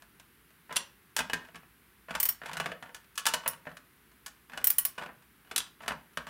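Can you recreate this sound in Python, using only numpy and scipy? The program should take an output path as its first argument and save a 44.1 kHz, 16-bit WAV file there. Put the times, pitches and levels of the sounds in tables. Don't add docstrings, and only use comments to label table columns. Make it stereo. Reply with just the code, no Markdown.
import sys
import numpy as np
from scipy import signal
from scipy.fft import rfft, irfft, next_fast_len
from scipy.io import wavfile
from scipy.ndimage import uniform_filter1d

SR = 44100
rng = np.random.default_rng(int(sys.argv[2]) if len(sys.argv) > 2 else 0)


def to_wav(sig):
    pcm = np.clip(np.atleast_2d(sig), -1, 1) * 32767
    pcm = np.round(pcm).astype(np.int16)
    wavfile.write(sys.argv[1], SR, pcm.T)


N = 277389
LENGTH = 8192
HZ = np.fft.rfftfreq(LENGTH, 1 / SR)
AGE = np.arange(LENGTH) / SR


def amp(db):
    return 10 ** (np.asarray(db) / 20)


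def unit(x):
    return x / np.sqrt(np.mean(x ** 2) + 1e-20)


def fade(t, t60):
    return np.exp(-np.log(1000) * t / t60)


def along(points, hz):
    f, v = np.transpose(points)
    return np.interp(np.log(hz + 1), np.log(f + 1), v)


def filtered(x, response):
    m = next_fast_len(N + SR // 2)
    return irfft(rfft(x, m) * response(np.fft.rfftfreq(m, 1 / SR)), m)[..., :N]


def add(track, start_s, x):
    part = track[max(round(start_s * SR), 0):][:len(x)]
    part += x[:len(part)]


def body(colour, modes, vary_db=2):
    offsets_db = vary_db * rng.standard_normal(len(modes))
    peaks = sum(amp(db + offset_db) ** 2 / (1 + (2 * (HZ - hz) / width) ** 2)
                for (hz, width, db), offset_db in zip(modes, offsets_db))
    return amp(along(colour, HZ)) * np.sqrt(1 + peaks)


def ring(force, gain, slow_hz=300):
    cepstrum = irfft(np.log(gain + 1e-6))
    cepstrum[1:LENGTH // 2] *= 2
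    cepstrum[LENGTH // 2 + 1:] = 0
    vibration = signal.fftconvolve(force, irfft(np.exp(rfft(cepstrum))))
    pole = np.exp(-2 * np.pi * slow_hz / SR)
    poles = np.convolve([1, -pole], [1, -pole])
    return signal.lfilter(poles[::-1], poles, vibration)


def strike(gain, rise_s, t60, linger_db, linger_t60, lumps_db=2.25):
    envelope = (1 - np.exp(-AGE / rise_s)) * (fade(AGE, t60) + amp(linger_db) * fade(AGE, linger_t60))
    rebounds = amp(lumps_db * unit(uniform_filter1d(rng.standard_normal(LENGTH), size=40)))
    force = envelope * rebounds * rng.standard_normal(LENGTH)
    power = uniform_filter1d(np.abs(rfft(force)) ** 2, size=401, mode="mirror")
    return ring(force, gain * np.sqrt(SR / 100 / power))


# frequency_hz, gain_db
AIR_SPECTRUM = [(15, -47), (25, -44), (50, -1), (85, -8.5), (164, -4.5), (280, -8), (400, -9.5),
                (600, -23.5), (1000, -14.5), (1600, -11), (3000, -18), (6000, -28.5), (15000, -58)]
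# frequency_hz, gain_db
HISS_SPECTRUM = [(1000, -28), (5000, -21), (7000, -12), (10000, -3), (13000, -1), (15500, -4.5)]


def background(air_db=-62.0, hiss_db=-67.0, hum_db=-78, mains_hz=60):
    mid, side = filtered(rng.standard_normal((2, N)), lambda hz: amp(along(AIR_SPECTRUM, hz)))
    side = filtered(side, lambda hz: amp(along([(60, -6.5), (250, 1.5), (700, -6), (1500, -2.5)], hz)))
    air = unit(np.array([mid + side, mid - side]))
    hiss = unit(filtered(rng.standard_normal(N), lambda hz: amp(along(HISS_SPECTRUM, hz))))
    hum = unit(np.sin(2 * np.pi * mains_hz * np.arange(N) / SR))
    return amp(air_db) * air + amp(hiss_db) * hiss + amp(hum_db) * hum


# frequency_hz, gain_db
WOOD_SPECTRUM = [(30, -28.5), (100, -25), (200, -19), (350, -17.5), (600, -12), (800, -7), (1100, -4),
                 (2000, -4.5), (4000, -6.5), (6500, -9), (9500, -10), (12000, -14.5), (15500, -21.5)]
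# pitch_hz, bandwidth_hz, peak_db
WOOD_MODES = [(58, 14, 16), (165, 20, 18), (242, 40, 10), (432, 25, 6), (490, 25, 7), (610, 45, 9),
              (670, 50, 8), (925, 70, 6), (1010, 50, 4), (1138, 42, 7), (1310, 35, 5), (1482, 60, 9),
              (1590, 42, 8), (1708, 34, 8), (1818, 38, 7), (2540, 150, 4), (2935, 65, 9), (3410, 90, 3)]
# edge_db, boom_db, thud_db
WOOD_COUPLING = [(-25, 4, 9), (-8, 6, 2), (-5.5, 3.5, 4), (9, -8.5, -6.5)]


def knock(edge_db, softening=0.14, sparkle=1.1):
    edges, booms, thuds = np.transpose(WOOD_COUPLING)
    boom_db, thud_db = np.interp(edge_db, edges, booms), np.interp(edge_db, edges, thuds)
    tilt = [(170, boom_db), (500, thud_db), (1100, 0.011), (2200, 0),
            (6000, edge_db), (13000, sparkle * edge_db)]
    wood = body(WOOD_SPECTRUM, WOOD_MODES) * amp(along(tilt, HZ))
    rise_s = 0.00039 * amp(-softening * edge_db)
    return amp(8) * strike(wood, rise_s, t60=0.036, linger_db=-19, linger_t60=0.13)


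# start_s, relative_level_db, edge_db
KNOCKS = [(0.022, -53.5, -1.5), (0.1976, -53.5, 2), (0.694, -47, -21), (0.7114, -40.5, -22),
          (0.7258, -42.5, 0), (1.1647, -29, 5.5), (1.1903, -29.5, 2), (1.204, -32, -6.5),
          (1.2976, -33.5, -9.5), (1.3327, -26.5, -3.5), (1.545, -45.5, -12), (1.556, -44.5, -4),
          (1.631, -55.5, -28), (2.084, -44.5, -21), (2.107, -34, -14.5), (2.1508, -29.5, -4),
          (2.4163, -41.5, -20.5), (2.459, -41.5, -4.5), (2.5317, -39.5, 0.5), (2.569, -34.5, -3),
          (2.5995, -28, -7), (2.6584, -29, -11), (2.7163, -36, -14.5), (2.8251, -40, -11),
          (2.946, -44, 3.5), (3.155, -57.5, 11.5), (3.1766, -33.5, 6), (3.255, -30, 1.5), (3.2656, -24, 6),
          (3.3372, -25.5, 2), (3.4604, -29.5, -17.5), (3.533, -45.5, -10), (3.6682, -36.5, -36),
          (3.769, -46.5, -2), (4.2616, -43.5, 7.5), (4.534, -42, -12), (4.575, -35.5, -4),
          (4.9812, -35.5, -12), (5.0217, -39, -15), (5.0892, -43.5, -40), (5.5124, -37, -6.5),
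          (5.8796, -28.5, -3), (5.9063, -32, -18), (6.1722, -30, -7), (6.2698, -54, 2.5)]


def knocks():
    out = np.zeros(N)
    for start_s, level_db, edge_db in list(KNOCKS) + bounces() + fidgets() + catches():
        add(out, start_s, amp(level_db) * knock(edge_db))
    return out


def fidgets(count=10, level_db=-63, edge_db=-1.5):
    return [(start_s, level_db, edge_db) for start_s in rng.random(size=count) * N / SR]


# start_s, end_s, relative_level_db
SCRAPES = [(0.691, 0.777, -54.5), (1.175, 1.211, -42), (1.42, 1.51, -61.5), (2.078, 2.167, -53),
           (2.432, 2.574, -49.5), (2.571, 2.74, -54), (2.824, 2.91, -61), (3.429, 3.458, -53),
           (3.65, 3.722, -58.5), (4.49, 4.653, -57), (4.975, 5.06, -48.5), (5.444, 5.51, -68.5),
           (5.803, 5.877, -53.5), (5.876, 5.929, -45), (6.264, 6.32, -47)]


def scrapes(slips_per_s=200, spread_db=7, rub=0.093):
    out = np.zeros(N)
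    dull = amp(along([(200, 5.0), (600, 4.0), (1500, 0.5), (6000, -9)], HZ))
    for start_s, end_s, level_db in SCRAPES:
        n = max(round((end_s - start_s) * SR), LENGTH // 16)
        slipping = rng.random(N) < slips_per_s / SR
        slips = slipping * amp(spread_db * (2 * rng.random(N) - 3.0))
        rasp = signal.fftconvolve(slips[:n], fade(AGE, t60=0.032))[:n]
        force = unit((rasp + rub) * rng.standard_normal(N)[:n]) * signal.windows.tukey(n, .5)
        wood = body(WOOD_SPECTRUM, WOOD_MODES) * dull
        add(out, start_s, amp(level_db + 9.0) * ring(force, wood))
    return out


def catches(gap_s=0.027, jitter=0.35, over_drag_db=7.5, spread_db=2, edge_db=-13.5, edge_spread_db=4):
    rows = []
    for start_s, end_s, drag_db in SCRAPES:
        for k, (late, force, edge) in enumerate(rng.standard_normal(size=(16, 3))):
            catch_s = start_s + gap_s * (k + jitter * abs(late))
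            level_db = drag_db + over_drag_db + spread_db * force
            if catch_s < end_s:
                rows.append((catch_s, level_db, edge_db + edge_spread_db * edge))
    return rows


# frequency_hz, gain_db
SOCKET_SPECTRUM = [(60, -16.5), (600, -11), (1500, -2.5), (3000, -4), (6500, -3), (9500, -2.5),
                   (12000, -6.5), (14000, -6), (15500, -19)]
# pitch_hz, bandwidth_hz, peak_db
SOCKET_MODES = [(1715, 35, 8), (2780, 120, 9), (3110, 120, 10), (3420, 110, 10), (3890, 110, 10),
                (4370, 110, 7), (4740, 80, 5), (5890, 110, 6), (7520, 130, 6), (8650, 160, 5),
                (9150, 170, 5), (10400, 500, 6)]
# start_s, relative_level_db, edge_db
CLACKS = [(0.759, -28.5, -3), (0.765, -21.5, -3), (0.7685, -24, -5.5), (5.561, -23, 1), (5.579, -24, 2.5),
          (5.603, -31.5, -12)]


def clacks():
    out = np.zeros(N)
    for start_s, level_db, edge_db in CLACKS:
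        steel = body(SOCKET_SPECTRUM, SOCKET_MODES) * amp(along([(4000, 0), (11000, edge_db)], HZ))
        clack = strike(steel, rise_s=0.00022, t60=0.028, linger_db=-14, linger_t60=0.093)
        add(out, start_s, amp(level_db) * clack)
    return out


def bounces(flight_s=0.018, loss_db=11, threshold_db=3):
    return [(start_s + flight_s, level_db - loss_db, edge_db)
            for start_s, level_db, edge_db in KNOCKS if edge_db > threshold_db]


# frequency_hz, gain_db
RATCHET_SPECTRUM = [(60, -24.5), (500, -27.5), (1000, -17.5), (2000, -12.5), (3000, -18.5), (4200, -16.5),
                    (6500, -15), (8500, -14.5), (11000, -11), (13200, -11), (15400, -6.5), (16000, -16)]
# pitch_hz, bandwidth_hz, peak_db
RATCHET_MODES = [(2960, 120, 11), (5510, 80, 8), (8300, 400, 6), (12700, 180, 4), (13700, 220, 13),
                 (14000, 190, 16), (14300, 180, 12), (14880, 140, 4)]
# pitch_hz, bandwidth_hz, peak_db
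PAWL_MODE = (9945, 270, 13.2)
# start_s, relative_level_db, ring_db
PAWL_SNAPS = [(2.2003, -23, -7), (2.2292, -20.5, -3.5), (2.2537, -23.5, -2), (2.288, -22.5, -10.5),
              (3.477, -26.5, 7), (4.642, -19.5, -3), (4.67, -17.5, -13.5), (4.702, -22, 4.5),
              (4.783, -20, 6.5), (4.851, -23.5, 5)]


def pawl(usual_db=-22.5):
    out = np.zeros(N)
    pitch_hz, bandwidth_hz, peak_db = PAWL_MODE
    for start_s, level_db, ring_db in PAWL_SNAPS:
        modes = RATCHET_MODES + [(pitch_hz, bandwidth_hz, peak_db + ring_db)]
        tilt = amp(along([(5000, usual_db - level_db), (12000, 0)], HZ))
        head = body(RATCHET_SPECTRUM, modes, vary_db=2.35) * tilt
        snap = strike(head, rise_s=0.00061, t60=0.031, linger_db=-12, linger_t60=0.11)
        add(out, start_s, amp(level_db + 7.0) * snap)
    return out


# frequency_hz, t60_s
REVERB_TIMES = [(100, 0.38), (700, 0.32), (2000, 0.29), (5000, 0.28), (13000, 0.16)]


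def diffuse(x, build_s=0.0011):
    out, step = np.zeros((2, N)), SR // 3
    for i in range(0, N, step):
        hz, t, noise = signal.stft(rng.standard_normal((2, SR // 2)), SR, nperseg=256)
        envelope = fade(t, along(REVERB_TIMES, hz)[:, None]) * (1 - np.exp(-t / build_s))
        tail = signal.istft(noise * envelope, SR, nperseg=256)[1]
        reverbs = signal.fftconvolve(x[None, i:i + step], tail / np.linalg.norm(tail[0]), axes=1)
        for track, reverb in zip(out, reverbs):
            add(track, i / SR, reverb)
    return out


# frequency_hz, gain_db
TAIL_SPECTRUM = [(60, -2.5), (170, -1.5), (450, -5), (1200, -6.5), (3000, -10.5), (13000, -12)]
# frequency_hz, side_gain_db
STEREO_WIDTH = [(200, 2.5), (600, -4.5), (2500, 3), (6000, 1.5), (10000, -7.5), (14000, -10.5)]


def room(x, wide_db=-8, wall_s=0.0089, wall_db=-17, near_side_db=-17):
    tail_mid, tail_side = filtered(diffuse(x), lambda hz: amp(along(TAIL_SPECTRUM, hz)))
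    wall = np.pad(x, (round(wall_s * SR), 0))[:N]
    scatter = rng.standard_normal(LENGTH) * fade(AGE, t60=0.0057)
    near = signal.fftconvolve(x, scatter / np.linalg.norm(scatter))[:N]
    mid = x + amp(wall_db) * wall + tail_mid
    side = amp(near_side_db) * near + amp(wide_db) * tail_side
    side = filtered(side, lambda hz: amp(along(STEREO_WIDTH, hz)))
    return np.array([mid + side, mid - side])


def scene():
    balance = amp([[-.2], [.2]])
    return background() + room(pawl() + clacks() + scrapes() + knocks()) * balance


def record(dry, cutoff_hz=15850):
    return filtered(dry, lambda hz: 1 / np.sqrt(1 + (hz / cutoff_hz) ** 240))


dry = scene()
out = record(dry)
to_wav(out)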